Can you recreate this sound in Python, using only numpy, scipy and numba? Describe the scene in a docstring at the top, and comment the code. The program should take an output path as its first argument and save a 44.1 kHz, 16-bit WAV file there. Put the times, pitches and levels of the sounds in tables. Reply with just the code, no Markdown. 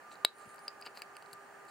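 """A fan's rush and hum fill a workshop, slightly right, from shaped noise and steady tones.
A thin treble hiss throbs over it: noise moved to a drifting pitch and pulsed.
Close to a stereo camera, a little left, a thin perforated metal dish is turned and bent by hand:
small ticks, short scrapes and one loud snap ring the modes of the sheet, with a few dull bumps
and a short room tail. The camera's limiter ducks after the snap."""
import sys
import numpy as np
from scipy import signal
from scipy.fft import rfft, irfft
from scipy.io import wavfile
from scipy.ndimage import uniform_filter1d
from numba import njit

SR = 44100
rng = np.random.default_rng(int(sys.argv[2]) if len(sys.argv) > 2 else 0)


def to_wav(sig):
    """Store sig (one row per channel, or 1-D mono) as 16-bit WAV at the path in sys.argv[1].

    Samples outside -1..1 are clipped; the rate is SR.
    """
    pcm = np.clip(np.atleast_2d(sig), -1, 1) * 32767
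    pcm = np.round(pcm).astype(np.int16)
    wavfile.write(sys.argv[1], SR, pcm.T)  # frames by channels


def invert_db(level):
    """Linear amplitude ratio for a level in decibels (20 dB per decade), elementwise."""
    return 10 ** (np.asarray(level, dtype=float) / 20)


N = 74970
T = np.arange(N) / SR
LEFT_RIGHT = np.array([[1], [-1]])


def unit(x):
    """Scale to rms 1."""
    return x / np.sqrt(np.mean(x ** 2))


def coloured(db_of_hz):
    """Noise whose spectrum follows a curve of level over frequency."""
    hz = np.arange(N // 2 + 1) * SR / N + 1
    return irfft(rfft(rng.standard_normal(N)) * invert_db(db_of_hz(hz)), N)


def read(table, hz):
    """Read a spectrum table on a log-frequency axis."""
    table_hz, db = np.array(table).T
    return np.interp(np.log(hz), np.log(table_hz), db)


# rush of air, shape only: (frequency [Hz], relative level per Hz [dB])
AIR_SPECTRUM = [(25, -43), (130, -20), (310, -14), (550, -10.5), (770, -7.5), (1090, -11), (1400, -8.5),
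                (1830, -10), (2000, -17.5), (2900, -25.5), (3600, -34.5), (4500, -27), (5300, -35.5),
                (6300, -33.5), (7400, -27), (8200, -38), (9000, -26.5), (10200, -39), (13000, -39.5),
                (15700, -36), (16500, -74)]
# stereo spread of the rush: (frequency [Hz], side minus mid [dB])
AIR_SPREAD = [(60, 3), (110, -7.5), (200, -1), (380, -6.5), (700, -5.5), (1290, -12), (2380, 1),
              (4400, -4.5), (15000, -3)]
# fan tones: (frequency [Hz], level before panning [dB], skirt width [Hz], side against tone level [dB])
FAN_TONES = [(401.3, -66.5, 15, -6), (802.6, -69, 15, -8), (1203.9, -59, 22, -8), (1663, -72, 15, -8),
             (5760, -80, 62, -4)]


def fan():
    """Broad air noise plus motor tones, each with a rough skirt of noise, a little to the right."""
    air_db, pan_db = -56.5, -2
    mid = coloured(lambda f: read(AIR_SPECTRUM, f))
    side = coloured(lambda f: read(AIR_SPECTRUM, f) + read(AIR_SPREAD, f))
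    out = invert_db(air_db) * (mid + LEFT_RIGHT * side) / np.std(mid)
    for hz, db, width_hz, side_db in FAN_TONES:
        def skirt():
            """Narrow noise around the tone, rms 1."""
            return unit(coloured(lambda f: -20 * np.log10(1 + ((f - hz) / width_hz * 2) ** 2)))

        pure = np.sin(2 * np.pi * hz * T) * (width_hz < 60)  # the widest is noise alone
        out = out + invert_db(db) * (pure + 0.6 * skirt() + LEFT_RIGHT * invert_db(side_db) * skirt())
    return out * invert_db(LEFT_RIGHT * pan_db / 2)


# course of the hiss: (time [s], level before pulsing [dB], centre frequency [Hz])
THROB_COURSE = [(0, -83, 9100), (0.278, -86.5, 9400), (0.358, -68, 9300), (.65, -68, 9280),
                (.75, -87, 9150), (1.25, -75, 8500), (1.7, -80, 8630)]


def throb():
    """A thin band of noise, shifted up to a drifting pitch, that pulses a few times a second."""
    width_hz, pulses_per_s, peak_s = 1200, 7.5, .505
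    s, db, hz = np.array(THROB_COURSE).T
    # the noise is centred on width_hz, so it is shifted by the rest
    turn = np.exp(2j * np.pi * np.cumsum(np.interp(T, s, hz) - width_hz) / SR)

    def band():
        """One shifted band of noise, rms 1."""
        low_noise = coloured(lambda f: -48 * (f / width_hz - 1) ** 2)
        return unit((signal.hilbert(low_noise) * turn).real)

    pulse = (.5 + .5 * np.cos(2 * np.pi * pulses_per_s * (T - peak_s))) ** 0.53
    return invert_db(np.interp(T, s, db)) * pulse * (band() + .6 * band() * LEFT_RIGHT)


def ring(x, hz, t60):
    """One decaying mode: a complex resonator that falls 60 dB in t60 seconds."""
    pole = np.exp(2j * np.pi * hz / SR - np.log(1000) / (t60 * SR))
    return signal.lfilter([1], [1, -pole], x).imag


# modes of the sheet: (frequency [Hz], relative drive [dB], decay time t60 [s])
SHEET_MODES = [(1760, -4, 0.014), (2279, -3, 0.026), (2576, 5, 0.012), (3056, 3, 0.0053),
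               (3873, -3.5, 0.03), (4006, -7.5, 0.027), (4300, -0.5, 0.0048), (4560, -2.5, 0.0053),
               (4875, -7.5, 0.0089), (4906, -5.5, 0.029), (5760, -30, 0.014), (7700, -6, 0.0026),
               (8500, -6.5, 0.00754), (9530, -9, 0.0031), (10440, -13.5, 0.0066), (12070, 3.5, 0.0067),
               (13400, -1.5, 0.0014), (15000, -10.5, .003)]


def sheet(s, mid_db, grip_hz, low_db, high_db, tilt_db, scatter_db):
    """Each blow rings all modes; the grip decides which of the middle ones, and one overtone of them."""
    low_hz, high_hz, pair_hz = 3300, 5300, 4000
    grip_octaves, overtone = 0.067, 3
    swell_s, crackle_s, treble_scatter = .001, .0012, 3

    def off_grip(hz):
        """Loss in dB, before any cap, of a mode away from the grip's pitch."""
        return 3 * (np.log2(hz / grip_hz) / grip_octaves) ** 2

    chance, out = rng.standard_normal((len(s), len(SHEET_MODES))), 0
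    at = np.clip((s * SR).astype(int), 0, N - 1)
    for k, (hz, db, t60) in enumerate(SHEET_MODES):
        middle, treble = low_hz < hz < high_hz, hz > high_hz
        if hz < low_hz:
            blow = low_db
        elif treble:
            blow = high_db + tilt_db * np.log2(hz / 8000)
        else:
            blow = mid_db - np.minimum(np.where(hz > grip_hz, 13, 21), off_grip(hz))
        if 11400 < hz < 12400:  # the overtone follows the grip too
            blow = blow - np.minimum(15, off_grip(hz / overtone))
        spread_db = scatter_db * (treble_scatter if treble else 1)
        drive = np.bincount(at, invert_db(blow + db + spread_db * chance[:, k]), N)
        if middle:  # these swell up before they decay
            drive = ring(drive, hz, swell_s) * 2 * np.log(1000) / (swell_s * SR)
        if treble:  # the treble crackles on for a moment
            crackle = 0.29 * rng.standard_normal(300) * np.exp(-T[:300] / crackle_s)
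            drive = np.convolve(drive, crackle)[:N]
        # middle neighbours start a quarter turn apart, save the close pair that beats;
        # the others swing opposite
        phase = (-1j if middle else -1) ** (k + (hz < pair_hz))
        out = out + ring(drive * phase, hz, t60)
    return out


# scrapes: (start [s], length [s], middle drive [dB], grip frequency [Hz],
#           low drive [dB], high drive [dB], treble tilt [dB per octave])
SCRAPE_TABLE = [(0.106, .04, -69.5, 4120, -79, -71, -44), (0.376, .09, -77, 4300, -91, -77.5, -22.5),
                (0.468, 0.087, -82, 4150, -99, -80.5, -22), (0.847, 0.03, -62.5, 4750, -69, -77.5, 1),
                (0.943, .068, -63.5, 4510, -76, -78, 3), (1.327, .012, -70, 4370, -78, -65, -1.5),
                (1.679, 0.037, -66.5, 4560, -82, -73.5, -10)]


def scrapes():
    """Dense grains of uneven strength that swell and fade, each a small blow to the sheet."""
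    grains_per_s, grain_db, scatter_db = 3000, 2.5, 3
    rows = []
    for start, length, mid, hz, low, high, tilt in SCRAPE_TABLE:
        place, strength = rng.random((2, int(length * grains_per_s)))
        swell = 10 * np.log10(np.sin(np.pi * place) + .01)
        db = swell - grain_db * np.log(strength + 0.016)
        same = np.zeros(len(db))
        rows.append([start + length * place, mid + db, hz + same, low + db, high + db, tilt + same])
    return sheet(*np.hstack(rows), scatter_db)


# ticks and the snap: (time [s], middle drive [dB], grip frequency [Hz],
#                      low drive [dB], high drive [dB], push of air before its low-pass [dB])
TICK_TABLE = [(0.1157, -51.5, 4140, -58, -65, -42), (0.155, -49, 4250, -69, -64, -66),
              (0.2486, -9, 3900, -25, -20.5, -8.5), (0.385, -61, 4300, -65, -58.5, -71),
              (0.458, -68, 4300, -63, -62, -75), (0.5436, -80, 4800, -68, -52, -75),
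              (.559, -69, 4800, -79, -50.5, -75), (0.5817, -51.5, 4520, -61, -69, -75),
              (.591, -52.5, 4800, -78, -55, -75), (0.6806, -26.5, 4850, -47, -45.5, -32.5),
              (0.8124, -46.5, 4900, -68, -48, -71), (0.8235, -38, 4650, -50.5, -70, -48),
              (0.856, -44.5, 4650, -60, -71, -65), (0.8634, -35.5, 4520, -66, -75, -34),
              (0.8676, -49, 4700, -62, -75, -28), (0.8699, -41.5, 4700, -59, -68, -35),
              (0.873, -45, 4570, -47, -77, -63), (0.9735, -37.5, 4500, -68, -64, -31.5),
              (1.0194, -33.5, 4570, -41, -41.5, -37), (1.153, -53, 4700, -58, -75, -56),
              (1.1674, -44.5, 4500, -50, -47.5, -41), (1.2241, -50.5, 4300, -61, -57, -40),
              (1.2606, -52, 4300, -65, -67, -80), (1.3125, -57, 4300, -63, -66, -72),
              (1.3309, -39, 4460, -58.5, -47, -60), (1.651, -81, 4500, -77, -58, -85)]


def ticks():
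    """Snap and ticks: ringing plus the short push of air as the sheet jumps."""
    push_s, push_top_hz, scatter_db = .00005, 5000, 1.2
    s, mid, hz, low, high, push = np.array(TICK_TABLE).T
    u = np.arange(200) / SR / push_s
    pulse = -(u / 2) ** 2 * np.exp(2 - u)
    shove = np.convolve(np.bincount((s * SR).astype(int), invert_db(push), N), pulse)[:N]
    soften = signal.butter(4, push_top_hz, fs=SR, output="sos")
    return sheet(s, mid, hz, low, high, 0, scatter_db) + signal.sosfilt(soften, shove)


# dull bumps of the hand: (time of peak [s], level [dB], frequency [Hz], length between 1/e points [s])
BUMP_TABLE = [(0.463, -57.5, 222, 0.017), (0.478, -53, 140, 0.01), (1.336, -58.5, 148, 0.0152)]


def bumps():
    """Soft low thuds: sines under a bell-shaped swell."""
    out = np.zeros(N)
    for s, db, hz, length in BUMP_TABLE:
        swell = np.exp(-((T - s) / (length / 2)) ** 2)
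        out += invert_db(db) * swell * np.sin(2 * np.pi * hz * T)
    return out


def room(metal):
    """Short stereo room tail: decaying noise with a softened treble, convolved with the sheet."""
    level_db, t60_s, top_hz = -17.5, .14, 4500
    t = T[:SR // 4]
    tail = rng.standard_normal((2, len(t))) * invert_db(-60 * t / t60_s)
    tail = signal.sosfilt(signal.butter(1, top_hz, fs=SR, output="sos"), tail)
    tail = tail / np.sqrt(np.sum(tail ** 2) / 2)
    return invert_db(level_db) * signal.fftconvolve(metal[None], tail, axes=1)[:, :N]


def scene():
    """The sheet, near and a little left, with a short room tail, over the workshop."""
    thin_hz, pan_db, lag_s = 470, 1.6, .000011
    background = fan() + throb()
    thin = signal.butter(2, thin_hz, "high", fs=SR, output="sos")
    metal = signal.sosfilt(thin, scrapes() + ticks()) + bumps()
    # the right port hears the sheet later
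    hz = np.arange(N // 2 + 1) * SR / N
    late = irfft(rfft(metal) * np.exp(-2j * np.pi * hz * lag_s), N)
    near = np.array([metal, late]) * invert_db(LEFT_RIGHT * pan_db / 2)
    return near + room(metal) + background


@njit
def follow(x, release):
    """Peak follower: instant rise, slow fall."""
    e, y = 0., np.empty(len(x))
    for i in range(len(x)):
        e = max(x[i], e * release)
        y[i] = e
    return y


def roll_off(x):
    """The treble ends steeply here."""
    return signal.sosfilt(signal.butter(12, 16830, fs=SR, output="sos"), x)


def record(dry):
    """The camera's limiter ducks after loud peaks and recovers; the top is cut."""
    limit_db, ratio, release_s, top_hz = -29, 1.49, 0.062, 15900
    peak = follow(np.abs(dry).max(axis=0), np.exp(-1 / (release_s * SR)))
    gain = np.minimum(1, invert_db(limit_db) / (peak + 1e-9)) ** (1 - 1 / ratio)
    gain = uniform_filter1d(gain, size=200, origin=99)  # mean of the latest 200 samples: it ducks late
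    top_cut = signal.ellip(6, .2, 40, top_hz, fs=SR, output="sos")
    mix = signal.sosfilt(top_cut, dry * gain)
    return roll_off(mix)


dry = scene()
out = record(dry)
to_wav(out)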